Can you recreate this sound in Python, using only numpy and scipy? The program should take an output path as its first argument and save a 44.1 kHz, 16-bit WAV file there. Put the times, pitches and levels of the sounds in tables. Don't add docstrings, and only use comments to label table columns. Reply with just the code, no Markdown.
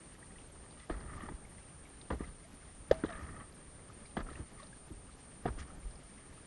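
import sys
import numpy as np
from scipy import signal
from scipy.io import wavfile
from scipy.ndimage import uniform_filter1d

SR = 44100
rng = np.random.default_rng(int(sys.argv[2]) if len(sys.argv) > 2 else 0)


def generate_wav(signal):
    frames = np.transpose(np.atleast_2d(signal))
    scaled = np.clip(frames, -1, 1) * 32767
    pcm = np.round(scaled).astype(np.int16)
    wavfile.write(sys.argv[1], SR, pcm)


def decibels_to_gain(level_db):
    exponent = np.asarray(level_db, float) / 20
    return 10 ** exponent


N = 284886

# (time [s], length [s])
CICADA_PAUSES = [(0.144, 0.038), (0.477, 0.038), (0.853, 0.035), (1.178, 0.039), (1.45, 0.04),
                 (1.85, 0.037), (2.153, 0.034), (2.456, 0.085), (2.887, 0.037), (3.186, 0.037),
                 (3.498, 0.044), (3.891, 0.037), (4.188, 0.04), (4.49, 0.039), (4.876, 0.04),
                 (5.155, 0.042), (5.425, 0.035), (5.758, 0.038), (5.998, 0.033), (6.296, 0.036)]
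# (frequency [Hz], level [dB])
FAR_TONES = [(8829, -77), (8904, -76)]
TOP_EDGES = [9640, 10100, 10500, 10900, 11250, 11650]
# (frequency [Hz], width [Hz], level [dB])
CASE_RESONANCES = [(684, 150, -9), (1230, 90, 0), (1560, 200, -11), (1850, 240, -6), (3280, 250, -17),
                   (4540, 500, -24)]
# (frequency [Hz], level [dB per Hz])
HISS_SPECTRUM = [(700, -11), (1500, -6.5), (2500, -2), (4000, -4.5), (7000, -6), (10000, -3.5),
                 (12500, -13)]
# (frequency [Hz], level [dB per Hz])
RUMBLE_SPECTRUM = [(11, -41.5), (18, 4.5), (70, 6.5), (108, -5), (194, -19), (220, -20), (290, -29),
                   (480, -120)]
# (frequency [Hz], level [dB per Hz])
SLOSH_SPECTRUM = [(76, -32.5), (130, -0.5), (1100, -17), (1430, -16.5), (2420, -120)]
# (frequency [Hz], level [dB per Hz])
SPRAY_SPECTRUM = [(1180, -21), (2000, -1), (3230, -8), (6500, -13), (8450, -44), (14300, -120)]
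# (frequency [Hz], level [dB per Hz])
SPLASH_SPECTRUM = [(59, 9), (347, 9), (670, -2), (1250, -1.5), (1910, -15), (2400, -24), (4110, -32),
                   (9100, -63)]
# (time [s], length [s], rumble [dB], slosh [dB])
PULLS = [
    (0.935, 0.34, -50, -53.5),
    (2.132, 0.17, -52, -58),
    (2.909, 0.51, -52, -54),
    (4.17, 0.25, -50, -57.5),
    (5.447, 0.52, -54.5, -60.5),
]
# (time [s], length [s], wash [dB], spray [dB], trend [dB per s])
SURGES = [(.63, .04, -66, -82, 0), (.7, .03, -78, -76, 0), (0.797, 0.048, -66, -66.5, 0),
          (0.911, 0.024, -51.5, -64, 0), (0.934, 0.17, -62.5, -78, -4), (1.095, 0.202, -58, -78, 2),
          (2.115, 0.022, -57, -61, 0), (2.204, 0.079, -63, -66.5, 0), (2.915, 0.032, -53.5, -58, -3),
          (2.96, 0.083, -87, -71, -3), (3.047, 0.056, -57, -63.5, 0), (3.093, 0.133, -53, -70, -5),
          (3.218, 0.21, -57.5, -77, 2), (4.171, 0.042, -56, -64, 0), (4.275, 0.13, -63.5, -71, -8),
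          (4.586, 0.059, -62, -63.5, 0), (5.458, 0.018, -58, -64, 0), (5.59, .04, -61, -61, 0),
          (5.676, 0.047, -67, -71, -5)]
# (time [s], peak [dB], pitch [Hz], t60 [s])
DRIPS = [(0.1506, -51, 1760, 0.017), (0.2274, -46.5, 1840, 0.019), (0.3057, -50, 1840, 0.02),
         (0.3571, -51, 1870, 0.026), (0.824, -55, 1920, 0.083), (1.3194, -55, 1930, 0.026),
         (1.4487, -48, 2110, 0.017), (1.516, -55, 1850, 0.03), (1.5808, -50.5, 1940, 0.024),
         (1.7898, -57, 1650, 0.02), (1.8522, -52.5, 2180, 0.03), (1.936, -55, 1670, 0.026),
         (2.2434, -52, 1270, 0.027), (2.24, -46, 1950, 0.025), (4.168, -38, 1300, .02),
         (4.172, -42, 1950, .02), (2.104, -40, 1350, .025), (4.21, -45, 1500, .02),
         (2.445, -50, 650, 0.056), (2.6285, -46.5, 1420, 0.011), (3.79, -50, 1970, 0.017),
         (3.8994, -47, 1190, 0.02), (4.0537, -53, 2250, 0.026), (4.2867, -40, 1260, 0.02),
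         (4.355, -48.5, 2600, 0.015), (4.354, -44, 1800, 0.02), (4.597, -48, 1065, 0.04),
         (4.625, -49, 597, 0.049), (4.7267, -48.5, 1600, 0.031), (5.092, -48.5, 1200, 0.017),
         (5.6249, -46.5, 1740, 0.023), (5.699, -47, 1260, 0.029), (5.8301, -56, 2180, 0.028),
         (5.9125, -56, 1590, 0.026), (6.3749, -51, 1225, 0.03)]
# (time [s], peak [dB], centre [Hz])
TICKS = [(0.383, -50.5, 3050), (0.7194, -57, 4310), (0.798, -55, 4100), (2.013, -48, 4280),
         (2.9108, -36, 3400), (2.912, -41, 5500), (2.9404, -57, 4200), (3.062, -46, 3330),
         (3.088, -48, 3250), (3.041, -50, 3250), (3.104, -53, 3100), (3.125, -52, 3300), (3.16, -55, 3200),
         (3.1, -54, 4400), (3.058, -54, 4500), (0.897, -50, 3200), (0.91, -55, 4100), (0.708, -54, 4150),
         (0.795, -55, 3150), (1.21, -55, 3200), (1.003, -57, 4500), (0.8, -53, 2200), (2.915, -42, 2300),
         (2.911, -39, 4200), (2.913, -46, 6600), (2.013, -53, 3200), (2.104, -47, 2600), (5.456, -47, 2600),
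         (3.1, -49, 2050), (3.13, -50, 2250), (3.5234, -57, 4670), (4.302, -55, 3450), (4.355, -65, 4380),
         (4.63, -48.5, 4170), (4.6674, -55, 4540), (5.308, -62, 3000), (5.4836, -54, 4180),
         (5.6207, -58, 4160), (5.9085, -55, 4710), (5.955, -56, 4700), (6.03, -58, 2940),
         (4.058, -55, 4300), (4.169, -46, 3200), (4.178, -50, 3350), (2.122, -54, 4000), (4.2, -55, 4300),
         (3.4, -56, 2800), (5.462, -48, 3200)]
# (time [s], peak [dB], ring [Hz], upper ring [dB])
SLAPS = [(0.7786, -56, 1250, -63), (0.9398, -47, 1310, -49), (0.9692, -52, 1280, -60),
         (0.9916, -53, 1310, -55), (1.0061, -51, 1210, -59), (1.0264, -54, 1210, -59),
         (1.06, -51, 1220, -59), (1.0754, -53, 1310, -62), (1.1049, -47, 1320, -57),
         (1.1348, -47, 1170, -51), (1.1784, -50, 1170, -54), (1.2062, -41, 1130, -51),
         (1.2194, -46, 1250, -51), (1.2341, -45, 1220, -57), (1.2575, -47, 1340, -56),
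         (1.2875, -46, 1240, -54), (2.1194, -48, 1200, -54), (2.1944, -52, 1220, -58),
         (2.2358, -49, 1240, -51), (2.2862, -52, 1240, -59), (3.0584, -46, 1240, -48),
         (3.0909, -45, 1370, -49), (3.1034, -46, 1360, -48), (3.1218, -44, 1250, -49),
         (3.1344, -44, 1210, -44), (3.1534, -44, 1200, -47), (3.1754, -47, 1180, -54),
         (3.1931, -45, 1210, -49), (3.2094, -46, 1220, -59), (3.2271, -49, 1240, -53),
         (3.265, -49, 1210, -53), (3.2939, -53, 1230, -56), (3.3458, -48, 1260, -58),
         (3.3638, -46, 1240, -54), (3.3982, -46, 1150, -53), (3.4072, -43, 1170, -52),
         (3.4391, -49, 1230, -64), (4.2043, -43, 1340, -51), (4.2652, -47, 1360, -60),
         (4.3024, -54, 1240, -59), (4.3301, -52, 1290, -50), (4.5965, -51, 1130, -58),
         (4.6194, -53, 1150, -56), (5.4844, -44, 1240, -55), (5.5882, -53, 1120, -54),
         (5.6174, -58, 1190, -52), (5.6785, -51, 1240, -61)]
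# (time [s], peak [dB], ring [Hz], t60 [s], crack [dB])
KNOCKS = [(0.896, -39.5, 668, 0.031, -42.5), (.8965, -42, 1250, 0.013, -65), (0.901, -26, 353, 0.015, -56),
          (2.102, -33.5, 268, 0.035, -38.5), (2.108, -33, 510, 0.029, -65), (2.1055, -31, 1020, 0.011, -55),
          (2.111, -30, 196, 0.018, -48), (2.2062, -27, 270, 0.012, -56), (2.918, -33, 790, 0.04, -52),
          (2.911, -31, 1850, 0.011, -40), (2.9125, -29, 135, .026, -50), (3.037, -21, 282, 0.018, -41.5),
          (3.0365, -32.5, 1440, 0.011, -60), (3.045, -27, 417, 0.021, -56), (3.089, -45, 700, 0.1, -60),
          (4.167, -47, 198, 0.059, -35), (4.169, -34.5, 412, 0.033, -62), (4.167, -36, 800, .02, -58),
          (4.171, -32, 199, 0.02, -54), (5.455, -24.5, 203, 0.01, -39.5), (5.454, -28.5, 740, 0.035, -47),
          (5.455, -33, 460, 0.04, -60), (5.465, -30, 203, 0.02, -53)]
# (time [s], peak [dB], ring [Hz], crack [dB])
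MORE_KNOCKS = [(0.938, -60, 202, -50.5), (1.007, -47, 204, -54), (1.236, -34.5, 209, -65),
               (1.2865, -41.5, 860, -45), (2.207, -44, 403, -70), (1.311, -37, 130, -73), (2.121, -57, 277, -50),
               (2.214, -54, 248, -75), (4.176, -43, 202, -51), (4.188, -53, 225, -44.5), (4.203, -65, 799, -44),
               (4.266, -43, 202, -62), (4.313, -45, 323, -58), (4.403, -55, 450, -72), (4.912, -41.5, 150, -79),
               (5.474, -42, 250, -49), (5.577, -42, 299, -55)]
# (time [s], peak [dB], pitch [Hz], length [s])
HARD_BLOW = (2.9108, -11.3, 526, .0082)
# (time [s], peak [dB], pitch [Hz], t60 [s])
THUMPS = [(0.908, -32, 37.4, 0.061), (0.938, -38, 50, 0.093), (1.335, -37, 45.6, 0.079),
          (2.115, -33, 61.9, 0.091), (2.147, -37, 63, 0.1), (2.207, -38.5, 58, 0.11),
          (2.9118, -29.5, 70, 0.055), (2.9133, -24, 350, .02), (4.1768, -30, 300, .012),
          (4.183, -38, 110, .03), (3.047, -39, 71.6, 0.062), (3.149, -40, 32.2, 0.086),
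          (4.184, -39.5, 74.5, 0.1), (4.214, -39, 38, 0.14), (4.398, -35, 77, 0.059),
          (4.909, -42, 69, 0.045), (5.468, -36.5, 79, 0.18), (5.498, -29.5, 70, 0.077),
          (5.552, -37, 32, 0.13), (5.579, -42, 70, 0.19), (5.844, -35.5, 45.4, 0.13),
          (5.879, -51, 66, 0.11)]
# (time [s], peak [dB], start pitch [Hz])
GULPS = [
    (1.287, -45.5, 418),
    (4.385, -44, 400),
    (4.899, -45.5, 420),
]
# (time [s], level [dB])
DECK_BLOWS = [
    (2.917, -38.5),
    (3.092, -47.5),
]
# (frequency [Hz], level [dB], t60 [s])
DECK_MODES = [(645, 0, .3), (668, -3, .06), (795, -11, .09), (495, -10, .1), (1540, -14, .1),
              (1255, -20, .12), (1850, -17, .12)]


def rms_one(x):
    return x / np.sqrt(np.mean(x ** 2) + 1e-20)


def drift(rate):
    r = np.exp(-80 * np.pi * rate / SR)
    slow = signal.lfilter([1], [1, -2 * r, r * r], rng.standard_normal(N // 40 + 2002))[2000:]
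    return np.interp(np.arange(N) / 40, np.arange(len(slow)), rms_one(slow))


def clicks(per_s, spread_db):
    sizes = decibels_to_gain(spread_db * np.minimum(rng.exponential(1, N), 5)) * rng.choice([-1, 1], N)
    return sizes * (rng.random(N) < per_s / SR)


def band_pass(x, order, low, high):
    return signal.sosfilt(signal.butter(order, [low, high], "band", fs=SR, output="sos"), x)


def banded(source, spectrum, patchy_db, flicker_hz):
    hz, level_db = np.transpose(spectrum)
    out, together = 0, drift(flicker_hz / 2)
    sources = source, np.roll(source, N // 3)
    lows = hz[0] * 2 ** np.arange(0, np.log2(hz[-1] / hz[0]) - .25, .5)
    for k, low in enumerate(lows):
        band = band_pass(sources[k % 2], 2, low, low * 2 ** .5)
        flicker = patchy_db * (1.11 * together + drift(flicker_hz))
        band_db = np.interp(np.log(low * 2 ** .25), np.log(hz), level_db)
        out = out + band * decibels_to_gain(band_db + flicker)
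    return rms_one(out)


def in_case(x):
    out = 0
    for k, (hz, width_hz, level_db) in enumerate(CASE_RESONANCES):
        r = np.exp(-np.pi * width_hz / SR)
        top = (-1) ** k * decibels_to_gain(level_db) * (1 - r * r) / 2
        out = out + signal.lfilter([top, 0, -top], [1, -2 * r * np.cos(2 * np.pi * hz / SR), r * r], x)
    return out


def add(out, s, piece):
    i = round(s * SR)
    out[i:i + len(piece)] += piece[:N - i]


def swell(hz, t60, rise=0):
    t = np.arange(round(2 * t60 * SR) + 10) / SR
    kt = np.log(1000) / t60 * t
    height = (np.e * kt / 2) ** 2 * np.exp(-kt)
    return height * np.sin(2 * np.pi * hz * t * (1 + rise * t / t60))


def envelope(calm_db, rows, rise_s, fall_s):
    t, power = np.arange(0, N + 32, 32) / SR, decibels_to_gain(calm_db) ** 2
    for s, length, level_db, trend_db in rows:
        held = np.clip(t - s, 0, length)
        rise = np.clip((t - s) / rise_s + 1, 0, 1)
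        fall = np.exp((held - np.maximum(t - s, 0)) / fall_s)
        power = power + (decibels_to_gain(level_db + trend_db * held) * rise * fall) ** 2
    return np.interp(np.arange(N) / SR, t, np.sqrt(power))


def silence(late_start=0, late_end=0, edge=.003, ragged=0):
    t, out = np.arange(N) / SR, np.zeros(N)
    for s, length in CICADA_PAUSES:
        early, late = ragged * rng.standard_normal(2) if ragged else (0, 0)
        out[(t > s + late_start + early) & (t < s + length + late_end + late)] = 1
    return uniform_filter1d(out, max(round(edge * SR), 1))


def song(hz, width_hz, per_s, uneven):
    beat = np.cumsum(per_s * (1 + uneven * drift(60)) / SR)
    marks = np.diff(np.floor(beat), prepend=0) > 0
    kicks = marks * np.exp(2j * np.pi * rng.random(N))
    r = np.exp(-np.pi * width_hz / SR)
    rings = signal.lfilter([1], [1, -2 * r, r * r], kicks + 1e-18)
    rings /= np.sqrt(uniform_filter1d(np.abs(rings) ** 2, SR // 500) + 2.5)
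    return rms_one((rings * np.exp(2j * np.pi * np.cumsum(hz) / SR)).real)


def near_cicada():
    t = np.arange(N) / SR
    starts = np.array([-.1] + [s + length for s, length in CICADA_PAUSES])
    since = t - starts[np.searchsorted(starts, t) - 1]
    wobble = np.cos(2 * np.pi * 30.5 * (since - .004))
    pitch = 9040 + 50 * drift(0.92) + 220 * wobble + 130 * drift(61.6)
    near = song(pitch, width_hz=500, per_s=630, uneven=0.44) * (1 - silence())
    near = signal.sosfilt(signal.butter(3, 8250, "high", fs=SR, output="sos"), near)
    return near * decibels_to_gain(-59.0 + 0.49 * drift(2))


def far_cicada():
    beat = np.cumsum(8830 / 117 * (1 + .0003 * drift(2)) / SR)
    ribs = np.diff(np.floor(beat), prepend=0)
    r = np.exp(-np.pi * 170 / SR)
    far = rms_one(signal.lfilter([1], [1, -2 * r * np.cos(2 * np.pi * 8880 / SR), r * r], ribs))
    far = far + song(8870 + 25 * drift(4), width_hz=110, per_s=300, uneven=.3)
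    tones = 0
    for hz, db in FAR_TONES:
        turns = np.cumsum(hz + 3.0 * drift(4.0)) / SR
        tones = tones + decibels_to_gain(db + 3 + 1.5 * drift(3.0)) * np.sin(2 * np.pi * turns)
    return far * decibels_to_gain(-77.0) + tones


def microphone_hiss():
    return decibels_to_gain(-68) * banded(rng.standard_normal(N), HISS_SPECTRUM, patchy_db=.3, flicker_hz=10)


def hull_water():
    calm_db, rise_s, fall_s = -58, 0.033, 0.029
    rumble = envelope(calm_db, [(s, n, db, 0) for s, n, db, _ in PULLS], rise_s, fall_s)
    slosh = envelope(calm_db, [(s, n, db, 0) for s, n, _, db in PULLS], rise_s, fall_s)
    out = rumble * banded(rng.standard_normal(N), RUMBLE_SPECTRUM, patchy_db=-1.5, flicker_hz=12.0)
    return out + slosh * banded(rng.standard_normal(N), SLOSH_SPECTRUM, patchy_db=1.0, flicker_hz=25)


def air_pocket(grains):
    pitch_hz, wander_hz, width_hz = 1245, 40, 90
    kicks = grains * np.exp(2j * np.pi * rng.random(N))
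    pocket = signal.lfilter([1], [1, -np.exp(-np.pi * width_hz / SR)], kicks)
    turns = np.cumsum(pitch_hz + wander_hz * drift(6.0)) / SR
    return rms_one((pocket * np.exp(2j * np.pi * turns)).real)


def wash_and_spray():
    rise_s = 0.014
    wash_rows = [(s, n, db, trend) for s, n, db, _, trend in SURGES]
    spray_rows = [(s, n, db, trend) for s, n, _, db, trend in SURGES]
    wash = envelope(-73.5, wash_rows, rise_s, fall_s=0.0081)
    spray = envelope(-70, spray_rows, rise_s, fall_s=0.014)
    grains = clicks(2000 * decibels_to_gain(4.0 * drift(40)), 3.5)
    out = decibels_to_gain(-1.5) * wash * rms_one(in_case(band_pass(grains, 3, 1050, 2300)))
    out += decibels_to_gain(-8) * wash * air_pocket(grains)
    out += decibels_to_gain(-14.5) * spray * rms_one(band_pass(in_case(grains), 4, 2700, 5500))
    fine = banded(clicks(6000, 3.2), SPRAY_SPECTRUM, patchy_db=2.0, flicker_hz=30)
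    return out + decibels_to_gain(-0.2) * spray * fine


def drips():
    out, t = np.zeros(N), np.arange(SR // 30) / SR
    for s, peak_db, hz, t60 in DRIPS:
        add(out, s, decibels_to_gain(peak_db - 4.5) * swell(hz, 0.48 * t60, rise=0.041))
        burst = rng.standard_normal(len(t)) * np.exp(-t / .008)
        add(out, s, decibels_to_gain(peak_db + 1.5) * band_pass(burst, 2, hz / 1.2, hz * 1.2))
    return out


def ticks():
    out, t = np.zeros(N), np.arange(SR // 30) / SR
    for s, peak_db, hz in TICKS:
        burst = rng.standard_normal(len(t)) * np.exp(-t / 0.0042)
        puff = band_pass(burst, 4, hz / 1.17, hz * 1.17)
        add(out, s, decibels_to_gain(peak_db) * puff / np.abs(puff).max())
    return out


def slaps():
    out, puffs, t = np.zeros(N), np.zeros(N), np.arange(SR // 30) / SR
    for s, peak_db, hz, upper_db in SLAPS:
        add(out, s - .001, decibels_to_gain(peak_db - 4) * swell(hz, t60=.015))
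        upper_hz = 1800 * rng.uniform(.92, 1.07)
        add(out, s - .001, decibels_to_gain(upper_db + 0.7) * swell(upper_hz, t60=.009))
        add(puffs, s, decibels_to_gain(peak_db + 12) * np.exp(-t / 0.004) * rng.standard_normal(len(t)))
    return out + band_pass(in_case(puffs), 4, 700, 3600)


def knocks():
    out, cracks, tail = np.zeros(N), np.zeros(N), np.zeros(N)
    t = np.arange(SR // 4) / SR
    crack_shape = np.exp(-t / 0.0062) * (1 - np.exp(-t / 0.00059))
    splash_shape = np.exp(-t / 0.02) * (1 - np.exp(-t / 0.0046))
    common_t60 = 0.018
    contacts = KNOCKS + [(s, db, hz, common_t60, crack) for s, db, hz, crack in MORE_KNOCKS]
    for s, peak_db, hz, t60, crack_db in contacts:
        add(out, s, decibels_to_gain(peak_db) * swell(hz, 0.47 * t60, rise=-0.03))
        add(cracks, s, decibels_to_gain(crack_db + 21.5) * crack_shape * rng.standard_normal(len(t)))
        splash_db = -50 + 0.44 * (min(peak_db, -25) + 39.5)
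        add(tail, s, decibels_to_gain(splash_db) * splash_shape)
    splash = banded(rng.standard_normal(N), SPLASH_SPECTRUM, patchy_db=2.5, flicker_hz=60)
    thud = band_pass(cracks, 3, 300, 1600)
    dull = signal.sosfilt(signal.butter(4, 4500, fs=SR, output="sos"), in_case(cracks))
    return out + 0.32 * thud + dull + tail * splash


def thumps():
    out = np.zeros(N)
    for s, peak_db, hz, t60 in THUMPS:
        add(out, s, decibels_to_gain(peak_db) * swell(hz, 0.483 * t60))
    return out


def gulps():
    out, t60 = np.zeros(N), 0.047
    for s, peak_db, hz in GULPS:
        add(out, s, decibels_to_gain(peak_db) * swell(hz, t60, rise=-0.362)[:round(1.3 * t60 * SR)])
    return out


def hard_blow():
    out = np.zeros(N)
    s, peak_db, hz, length = HARD_BLOW
    t = np.arange(SR // 4) / SR
    t = t[t < length]
    add(out, s, decibels_to_gain(peak_db) * np.sin(np.pi * t / length) ** 1.3 * -np.sin(2 * np.pi * hz * t))
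    return out


def deck():
    out, t = np.zeros(N), np.arange(SR // 2) / SR
    onset = 1 - np.exp(-t / 0.0033)
    for s, blow_db in DECK_BLOWS:
        for hz, level_db, t60 in DECK_MODES:
            add(out, s, np.sin(2 * np.pi * hz * t) * decibels_to_gain(blow_db + level_db - 60 * t / t60) * onset)
    return out


def scene():
    ashore = near_cicada() + far_cicada()
    water = hull_water() + wash_and_spray() + drips() + ticks() + slaps()
    boat = knocks() + thumps() + gulps() + hard_blow() + deck()
    return (ashore + microphone_hiss() + water + boat)[None]


def low_pass(x):
    return signal.sosfilt(signal.butter(12, 12100, fs=SR, output="sos"), x)


def record(dry):
    out = signal.sosfilt(signal.ellip(12, .5, 45, 9520, fs=SR, output="sos"), dry)
    for low, high in zip(TOP_EDGES, TOP_EDGES[1:]):
        band = signal.sosfilt(signal.ellip(4, .5, 45, [low, high], "band", fs=SR, output="sos"), dry)
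        ragged_s = .011 * (low > TOP_EDGES[0])
        opening = silence(late_start=.008, late_end=.008, edge=.025, ragged=ragged_s)
        out = out + decibels_to_gain(1.5) * band * opening
    return low_pass(out)


dry = scene()
out = record(dry)
generate_wav(out)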